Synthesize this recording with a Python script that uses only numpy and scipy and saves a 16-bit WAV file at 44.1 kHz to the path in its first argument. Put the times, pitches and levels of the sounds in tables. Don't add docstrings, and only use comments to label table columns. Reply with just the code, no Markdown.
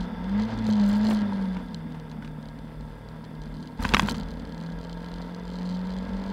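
import sys
import numpy as np
from scipy import signal
from scipy.fft import rfft, irfft
from scipy.io import wavfile
from scipy.ndimage import uniform_filter1d

SR = 44100
rng = np.random.default_rng(int(sys.argv[2]) if len(sys.argv) > 2 else 0)


def unload_audio(sound):
    columns = np.transpose(np.atleast_2d(sound))
    steps = np.round(np.clip(columns, -1, 1) * 32767)
    wavfile.write(sys.argv[1], SR, steps.astype(np.int16))


N = 278712


def undb(db):
    return 10 ** (np.asarray(db) / 20)


def unit(x):
    return x / np.sqrt(np.mean(x ** 2))


def curves(table):
    s, *columns = np.transpose(table)
    return [np.interp(np.arange(N) / SR, s, c) for c in columns]


def walk(rate):
    k = int(SR / rate)
    steps = np.repeat(rng.standard_normal(N // k + 1), k)
    return unit(uniform_filter1d(uniform_filter1d(steps, k), k)[:N])


def band(x, hz, width_hz):
    return signal.lfilter(*signal.iirpeak(hz, hz / width_hz, SR), x)


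def coloured(spectrum):
    hz, db = np.transpose(spectrum)
    bins = np.maximum(np.arange(N // 2 + 1) * SR / N, 1)
    gain = undb(np.interp(np.log(bins), np.log(hz), db))
    return unit(irfft(rfft(rng.standard_normal(N)) * gain, N))


def add(out, s, sound):
    i = int(s * SR)
    out[i:i + len(sound)] += sound[:N - i]


def ring(hz, t60, turn=0.):
    t = np.arange(2048) / SR
    return np.sin(2 * np.pi * (hz * t + turn)) * np.exp(-np.log(1000) * t / t60)


def decay(t60):
    return ring(0, t60, .25)


def engine(hz, cycles, jolt):
    # t/s, level/dB
    tones = [(0.0,-29.5),(0.11,-44),(0.21,-35),(0.37,-24),(0.455,-26),(0.478,-30),(0.495,-55),(0.535,-48),(0.56,-38),(0.6,-30),(0.7,-21.5),(0.99,-23),(1.09,-20.5),(1.3,-26),(1.52,-29.5),(1.65,-44),(1.75,-38.5),(2.4,-42.5),(2.8,-41.5),(2.99,-49),(3.2,-40.5),(3.6,-41.5),(3.72,-48),(4.2,-40),(4.45,-46.5),(4.6,-36.5),(5.35,-38),(5.7,-30.5),(6.0,-33.5),(6.07,-38),(6.16,-31),(6.32,-33)]
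    # f/Hz, level/dB
    crank = [(76, -58), (97, -55.5), (100.5, -41), (113, -39.5)]
    # t/s, level/dB of in-between tones below rasp_hz, level/dB above
    uneven = [(0, -12, -4.5), (.6, -14, -9), (.9, -10, 2), (1.3, -1, 0.5), (1.8, -9, -7.5),
              (2.8, -6.5, -3.5), (3.7, -8, -4), (4.3, -6, 0), (5.3, 1, 0.5), (6.32, -9, 6)]
    # f/Hz, level/dB
    through = [(38, -57), (50, -50.5), (80, -67), (117, -47), (140, -83), (235, -58), (290, -51),
               (315, -54.5), (350, -75.5), (400, -60.5), (480, -58.5), (600, -62), (680, -63.5), (750, -81),
               (930, -78), (1050, -66), (1200, -84.5), (1370, -75), (1500, -83), (1630, -75), (1850, -81.5)]
    # multiple of the firing rate, level/dB
    overtones = [(2, -37), (3, -29)]
    offsets_db = dict([(2.75, 4), (3, -3), (3.5, 2)])
    rasp_hz = 330
    turn = 2 * np.pi * cycles

    tone_db, = curves(tones)
    crank_db = np.interp(hz / 2, *np.transpose(crank)) + 3 * walk(11) + 16 * jolt
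    uneven_db, rasp_db = curves(uneven)
    through_hz, through_db = np.transpose(through)

    wavering_db = tone_db + 1.04 * walk(11) + 0.93 * walk(30)
    out = undb(wavering_db) * np.sin(turn + .1 * walk(7))
    out += undb(crank_db) * np.sin(turn / 2)
    for multiple, db in overtones:
        overtone_db = db + tone_db + 2.5 * walk(5)
        out += undb(overtone_db) * np.sin(multiple * turn + .3 * walk(10))
    for multiple in [k / 4 for k in range(1, 48) if k not in (2, 4)]:
        line_hz = multiple * hz
        db = np.interp(np.log(line_hz), np.log(through_hz), through_db)
        db = db + np.where(line_hz < rasp_hz, uneven_db, rasp_db)
        db = db + offsets_db.get(multiple, 0) + 2.2 * walk(4)
        out += undb(db) * np.sin(multiple * turn + .15 * walk(9))
    return np.sqrt(2) * out


def cabin(cycles, boom_db, drum_db, roar_db):
    # f/Hz, width/Hz, relative level/dB
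    shell_modes = [(467.6, 80, 1.5), (916, 83, 3), (1337, 26.6, -7.5), (1631, 25, -6), (2035, 110, -10.5),
                   (3156, 39, -24), (3454, 124, -10.5), (3640, 120, -14), (4780, 870, -13.5)]
    # f/Hz, relative level/dB per Hz
    roar_spectrum = [(13, -15), (22, -20), (102, -3), (159, -6.5), (253, -2), (352, -21.5), (462, -13.5),
                     (717, -10.5), (918, -14), (1180, -16.5), (1630, -15), (2400, -25.5), (2880, -26.5),
                     (3430, -29), (4040, -41), (15500, -92)]

    note_level = np.sqrt(2) * undb(1.6 * walk(14))
    note = note_level * np.sin(2 * np.pi * np.cumsum(48 + 3.565 * walk(25)) / SR)
    rumble = unit(band(band(rng.standard_normal(N), 44.0, 24), 38.0, 30))
    boom = unit(note + 0.45 * rumble)

    drum = unit(band(band(band(rng.standard_normal(N), 229.6, 91), 207, 110), 223, 110))

    puffs = undb(1.5 * walk(80)) * (1 + .35 * np.sin(2 * np.pi * cycles))
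    shell = np.zeros(N)
    for hz, width_hz, db in shell_modes:
        mode = band(band(rng.standard_normal(N), hz, 2 * width_hz), hz, width_hz)
        shell += undb(db) * unit(mode)
    roar = undb(-1.5) * unit(shell) + puffs * coloured(roar_spectrum)
    return undb(boom_db + 0.5) * boom + undb(drum_db + 0.5) * drum + undb(roar_db - 1.5) * roar


def strike(modes, spread, crack, rise_s):
    chance = rng.standard_normal((len(modes), 2))
    sound = np.zeros(2048)
    for (hz, db, t60), (detune, uplift) in zip(modes, chance):
        sound += undb(db + 2 * uplift) * ring(hz * (1 + spread * detune), t60)
    noise = band(band(rng.standard_normal(2048), 6500, 3800), 6500, 4400)
    rise = 1 - np.exp(-np.arange(2048) / SR / rise_s)
    sound = (sound + crack * noise * decay(0.0081)) * rise
    return sound / np.abs(sound).max()


def trim(cycles, shake_db):
    # t/s, peak level/dB
    loud_ticks = [(0.0084, -37), (0.0232, -43), (0.031, -42), (0.0373, -48.5), (0.0414, -47), (0.053, -45),
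                  (0.2423, -41), (0.2947, -40.5), (0.3787, -43), (0.398, -34), (0.4209, -33), (0.4353, -34),
                  (0.4515, -38), (0.576, -40), (0.5887, -35), (0.624, -43), (0.6431, -39), (0.6512, -37),
                  (0.6666, -29), (0.6784, -40), (0.7023, -31), (0.7104, -31.5), (0.7259, -31), (0.734, -31),
                  (0.755, -35), (0.7674, -37), (0.779, -39), (0.7981, -32), (0.813, -34.5), (0.8182, -36),
                  (0.8323, -38), (0.8387, -34), (0.852, -40), (0.863, -37), (0.877, -37), (0.8964, -32.5),
                  (0.912, -37), (0.9158, -34), (0.937, -32), (0.9504, -35), (0.956, -33), (0.9684, -39.5),
                  (1.013, -34), (1.0316, -36), (1.05, -31), (1.0585, -34), (1.0687, -26), (1.0747, -38),
                  (1.0874, -31), (1.106, -33), (1.128, -36), (1.148, -30), (1.1616, -40), (1.171, -30.5),
                  (1.1898, -34), (1.209, -37.5), (1.2177, -36), (1.333, -40), (1.414, -44), (1.4255, -45),
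                  (1.456, -43), (1.5317, -48), (1.5468, -43), (1.7452, -28), (1.922, -44.5), (1.9986, -41),
                  (2.0974, -46), (2.1147, -42), (2.277, -46), (2.4279, -44), (2.456, -45), (2.4866, -41),
                  (2.589, -43.5), (2.809, -44), (3.087, -42.5), (3.242, -44), (3.2499, -44), (3.3518, -47),
                  (3.418, -40.5), (3.4369, -44), (3.458, -44), (3.5416, -43.5), (3.5685, -43.5),
                  (3.6271, -37.5), (3.6344, -47), (3.6735, -40), (3.7748, -48), (3.8117, -42), (3.826, -40),
                  (3.8363, -29), (3.869, -36), (3.8904, -27.5), (4.032, -36), (4.0607, -34), (4.0714, -33),
                  (4.0814, -35), (4.096, -22), (4.1, -26), (4.1108, -22), (4.1197, -36), (4.143, -40),
                  (4.15, -34), (4.1571, -37), (4.167, -38), (4.1819, -34.5), (4.1994, -36), (4.2101, -35),
                  (4.2328, -38), (4.2864, -40), (4.3066, -39), (4.315, -42), (4.339, -42), (4.372, -45),
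                  (4.3954, -44), (4.3986, -39), (4.422, -48), (4.4523, -39), (4.4734, -46), (4.4936, -46),
                  (4.5228, -38.5), (4.546, -42), (4.579, -39.5), (4.6026, -40.5), (4.6118, -41),
                  (4.6265, -46), (4.637, -42), (4.6627, -40.5), (4.6679, -42), (4.7012, -42), (4.7206, -41),
                  (4.7246, -44), (4.788, -41.5), (4.8125, -41), (4.831, -43), (4.84, -41), (4.8483, -40),
                  (4.8705, -44), (4.8958, -36), (4.9136, -46), (4.929, -35), (4.9742, -43), (5.005, -45),
                  (5.0196, -47), (5.0286, -46), (5.0445, -40), (5.0617, -41), (5.0857, -39), (5.1168, -42),
                  (5.1397, -35), (5.16, -43), (5.184, -40), (5.217, -37.5), (5.2228, -39), (5.2456, -45),
                  (5.2646, -47), (5.347, -35.5), (5.3628, -48), (5.3973, -40.5), (5.4353, -47),
                  (5.4534, -44), (5.4712, -47), (5.4789, -41), (5.492, -45), (5.502, -38.5), (5.5155, -41),
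                  (5.5236, -46), (5.536, -40), (5.5406, -41), (5.5558, -37.5), (5.5614, -43), (5.5667, -43),
                  (5.5867, -36), (5.5969, -43), (5.6121, -44), (5.6196, -40), (5.6303, -40), (5.6538, -39),
                  (5.658, -38.5), (5.6644, -41), (5.6733, -40), (5.691, -35), (5.6974, -39), (5.708, -40),
                  (5.7134, -40), (5.7221, -45), (5.7264, -43), (5.7417, -41), (5.7478, -40), (5.7517, -41),
                  (5.7568, -43), (5.77, -40), (5.792, -40), (5.8043, -47), (5.814, -43), (5.852, -46),
                  (5.871, -40), (5.894, -45), (5.905, -37), (5.9176, -42), (5.926, -43), (5.9379, -41),
                  (5.9654, -41), (5.9771, -45), (5.9864, -37.5), (6.0112, -47), (6.029, -43), (6.0517, -43),
                  (6.0829, -44), (6.091, -44), (6.1046, -48), (6.1342, -44), (6.168, -42), (6.1981, -44),
                  (6.2178, -42), (6.239, -36), (6.264, -40), (6.2794, -44), (6.2917, -44), (6.301, -40)]
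    # f/Hz, relative level/dB, t60/s
    tick_modes = [(3161.4, -7, 0.023), (4148, 1.5, 0.0086), (4430, -6, 0.014), (4715, -7, 0.012),
                  (6000, -3.5, 0.0047), (7200, -9, 0.005)]
    cylinder_db = np.array([-1.5, 1, -2.5, -1])
    tap_lag = .88

    out = np.zeros(N)
    firing = np.flatnonzero(np.diff(np.floor(cycles - tap_lag)))
    cylinder = np.floor(cycles[firing + 1] - tap_lag + 1).astype(int) % len(cylinder_db)
    throw_db = cylinder_db[cylinder]
    chance = rng.standard_normal((len(firing), 3))
    lands = np.tanh(1.5 * (walk(50)[firing] + chance[:, 1]))
    lands = np.tanh(lands + throw_db / 4 + (shake_db[firing] - shake_db.mean()) / 12)
    size_db = shake_db[firing] + 6.5 + throw_db + 7 * lands + 1.3 * chance[:, 2]
    tap_s = firing / SR + .0005 * np.abs(chance[:, 0])
    for s, db in list(zip(tap_s, size_db)) + list(loud_ticks):
        add(out, s, undb(db) * strike(tick_modes, .014, 0.64, 0.00026))
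    return out


def crackle_swells():
    # t/s of the peak, relative level/dB
    swell_peaks = [(0.005, -72), (.18, -72), (0.29, -64), (0.39, -71), (.48, -70), (0.68, -52),
                   (0.89, -52.5), (.93, -56), (.97, -53), (1.1, -45), (1.13, -46), (1.15, -57.5),
                   (1.33, -73.5), (3.829, -42.5), (3.858, -51), (3.893, -43), (3.922, -55), (3.946, -41.5),
                   (3.981, -34.5), (4.008, -51), (4.035, -47.5), (4.095, -40), (4.115, -46), (4.15, -55.5),
                   (4.18, -53), (4.31, -58)]
    rest_db, slope_db_per_s = -72, 545
    t = np.arange(N) / SR
    swells = [db - slope_db_per_s * np.abs(t - s) for s, db in swell_peaks]
    return np.max([rest_db + 0 * t] + swells, axis=0)


def crackle(crackle_db):
    # t/s, relative level/dB
    loud_clicks = [(.6908, -39), (.8441, -43), (.8634, -38), (.8831, -39), (.8906, -37), (.903, -39),
                   (.9299, -36), (.969, -39), (.9812, -43), (1.0445, -40), (1.1, -40), (1.1176, -40),
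                   (1.1481, -37), (3.827, -35), (3.8303, -38), (3.8572, -36), (3.9786, -30), (4.0062, -34),
                   (4.0217, -30), (4.0752, -31), (4.0995, -31), (4.1203, -35), (4.126, -41)]
    clicks_per_s, spread_db = 500, 2.2

    chance = rng.random((N, 2))
    sizes = undb(-spread_db * np.log(chance[:, 1] + 0.0096))
    clicks = (chance[:, 0] < clicks_per_s / SR) * sizes
    grit = undb(crackle_db - 4) * unit(signal.fftconvolve(clicks, decay(0.011))[:N])
    for s, db in loud_clicks:
        add(grit, s, undb(db - 3) * decay(.004))
    mid, side = (unit(band(rng.standard_normal(N), 4500, 8000)) for _ in range(2))
    return grit * (mid + .55 * side * np.array([[1], [-1]]))


def knocks():
    # t/s, blow level/dB, relative thud level/dB, pitch as a share of the modes, treble tilt/dB per octave
    blows = [(.775, -33, -62, 0.74, -11), (1.109, -21, -41.5, 0.62, 8.5), (1.323, -25, -47, 0.94, -18),
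             (1.567, -28, -26, 0.93, -5.5), (1.945, -34, -50, 0.76, -9), (2.114, -35, -45, 0.94, -6.5),
             (2.223, -31.5, -61, 1.38, -10), (2.246, -35, -57, 1.2, -2.5), (2.275, -36, -75, 1.6, -12),
             (3.823, -26, -43, 1.27, -8), (3.846, -21, -53, 1.37, -6), (3.850, -11.5, -17.5, 1.02, -2.5),
             (3.859, -39, -48, 1.4, 12), (3.89, -23.5, -44, 1.06, 7), (3.916, -35, -44, 1.4, 1),
             (3.921, -29, -43.5, 1.5, -1), (3.937, -7.5, -10.5, 1.03, 4), (3.945, -3, -15.5, 1.2, -1.5),
             (3.9669, -8, -46, 1.05, -1), (3.978, -26, -40, 0.94, 3), (3.995, -5, -35, 1.04, -0.5),
             (4.006, -40, -29, 1.3, -1), (4.019, -28, -23, 1.2, -2), (4.028, -24, -12.5, 1.01, -7),
             (4.048, -38, -17.5, 0.93, 1), (4.0854, -13, -25, 0.996, -1), (4.144, -29, -27, 1.2, -2)]
    # f/Hz, relative level/dB, t60/s
    knock_modes = [(980, -17, 0.035), (1047, -4.5, 0.019), (1234, 0, 0.0057), (1503, 1.5, 0.01),
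                   (1810, -3.5, 0.011), (2430, -1, 0.0098), (3120, -7, 0.015), (4530, -13.5, 0.012)]

    out = np.zeros(N)
    for s, db, thud_db, pitch, tilt_db in blows:
        soft = max(-22 - db, 0)
        rattle = band(band(rng.standard_normal(2048), 2100, 2300), 2000, 3700)
        chatter = rattle * decay(0.04 + 0.0025 * soft)
        modes = []
        for hz, mode_db, t60 in knock_modes:
            octaves = np.log2(hz / knock_modes[0][0])
            modes.append((hz * pitch, mode_db + tilt_db * octaves, t60))
        blow = strike(modes, .02, 0.3 * undb(2 * tilt_db), .00035 + 0.00014 * soft)
        blow = blow + (.3 + 0.13 * soft) * undb(tilt_db) * chatter
        blow = blow / (1 + 0.079 * soft)
        thud = ring(205 * (1 + 0.072 * rng.standard_normal()), 0.047) * (1 - decay(0.012))
        add(out, s + .0006, undb(db) * blow + undb(thud_db + 4.0) * thud)
    return out


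def whistle():
    # t/s, level/dB
    whistle_level = [(0, -100), (.8, -86), (1.2, -81), (1.32, -76), (1.55, -82), (1.75, -95), (6.32, -105)]
    db, = curves(whistle_level)
    flutter = undb(db + 3 * walk(25))
    low_line = unit(band(rng.standard_normal(N), 8980, 90))
    high_line = unit(band(rng.standard_normal(N), 10200, 120))
    return flutter * (low_line + 1.4 * high_line)


def kerb():
    start_s, rise_s, hold_s, fade_s = 3.785, 0.011, 0.31, 0.12
    t = np.arange(N) / SR - start_s
    return np.clip(t / rise_s, 0, 1) * np.exp(-np.maximum(t - rise_s - hold_s, 0) / fade_s)


def scene():
    # t/s, firing rate f/Hz
    revs = [(0.0, 179.7), (0.11, 176.4), (0.21, 175.1), (0.38, 209.1), (0.46, 220.3), (0.52, 224.8),
            (0.68, 216.2), (0.86, 201.1), (1.09, 216.9), (1.3, 199.7), (1.52, 185.4), (1.65, 175.9),
            (1.8, 161.4), (2.4, 152.0), (2.65, 155.8), (2.95, 152.2), (3.17, 159.9), (3.4, 153.3),
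            (3.7, 156.6), (4.3, 163.2), (4.85, 169.7), (5.35, 176.5), (5.7, 180.8), (6.32, 194.2)]
    # t/s, relative level/dB of floor drumming, of roar, of trim shake
    cabin_levels = [(0.0, -37, -41, -53), (0.1, -39.5, -42.5, -71), (0.3, -36.5, -42, -61),
                    (0.42, -44, -37.5, -54), (0.47, -38, -41.5, -60), (0.5, -45, -37.5, -54),
                    (0.54, -33, -38.5, -54.5), (0.62, -41, -39, -58), (0.85, -46, -37.5, -54),
                    (0.99, -46, -38.5, -55.5), (1.12, -58, -36.5, -51), (1.22, -38, -39.5, -61),
                    (1.4, -38, -41, -56), (1.7, -41, -47, -64), (2.2, -42.5, -49.5, -75.5),
                    (2.75, -47, -50, -64), (3.3, -46.5, -49, -68), (3.6, -41.5, -49.5, -58.5),
                    (3.77, -45.5, -50, -63.5), (4.45, -43, -48, -65.5), (5.3, -49, -45, -62),
                    (5.42, -41.5, -46.5, -65), (5.65, -45.5, -45, -58), (5.95, -45, -44, -60),
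                    (6.32, -41, -43.5, -58.5)]
    # t/s, relative level/dB
    boom_level = [(0.0, -33), (0.14, -45), (0.42, -39.5), (0.5, -47), (0.56, -38), (0.69, -47), (0.76, -52),
                  (0.86, -37), (1.04, -45), (1.11, -37), (1.27, -48.5), (1.65, -41), (1.69, -49.5),
                  (2.73, -47), (2.8, -38.5), (3.33, -58), (3.41, -37), (3.77, -55.5), (3.8, -34),
                  (4.54, -43), (4.61, -54), (4.79, -39), (5.09, -47), (5.14, -36.5), (5.33, -54),
                  (5.49, -41), (5.7, -49.5), (5.95, -38), (6.32, -43)]

    hz, = curves(revs)
    drum_db, roar_db, shake_db = curves(cabin_levels)
    boom_db, = curves(boom_level)
    jolt = kerb()
    cycles = np.cumsum(hz) / SR
    mid = engine(hz, cycles, jolt)
    mid += cabin(cycles, boom_db, drum_db + 10.5 * jolt + 1.77 * walk(12), roar_db + 11 * jolt)
    mid += trim(cycles, shake_db + 5 * jolt)
    mid += knocks()
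    mid += whistle()
    return mid + crackle(crackle_swells())


def record(dry):
    # t/s of the middle, length/s
    dropouts = [(.6901, .001), (1.056, .0007), (1.0928, .0008), (1.1113, .0013), (1.1231, .0006),
                (1.1302, .0008), (3.8488, .0014), (3.8595, .0012), (3.9419, .0023), (3.9672, .0013),
                (3.9771, .0007), (4.0052, .0017), (4.0207, .0012), (4.0745, .0014), (4.0849, .0008),
                (4.1195, .0009)]
    t = np.arange(N) / SR
    live = 1 - sum(np.abs(t - s) < length / 2 for s, length in dropouts)
    gate = uniform_filter1d(1. * live, size=12)
    hiss = np.array([coloured([(2000, -34.5), (5000, -20), (8000, 11), (15000, 7)]) for _ in dry])
    side = undb(-49) * walk(200) * band(dry[0], 13000, 7200)
    heard = (dry + np.array([side, -side])) * gate + undb(-70.0) * hiss
    low_cut = signal.sosfilt(signal.butter(2, 22, "high", fs=SR, output="sos"), heard)
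    return signal.sosfilt(signal.ellip(8, .2, 70, 15700, fs=SR, output="sos"), low_cut)


dry = scene()
out = record(dry)
unload_audio(out)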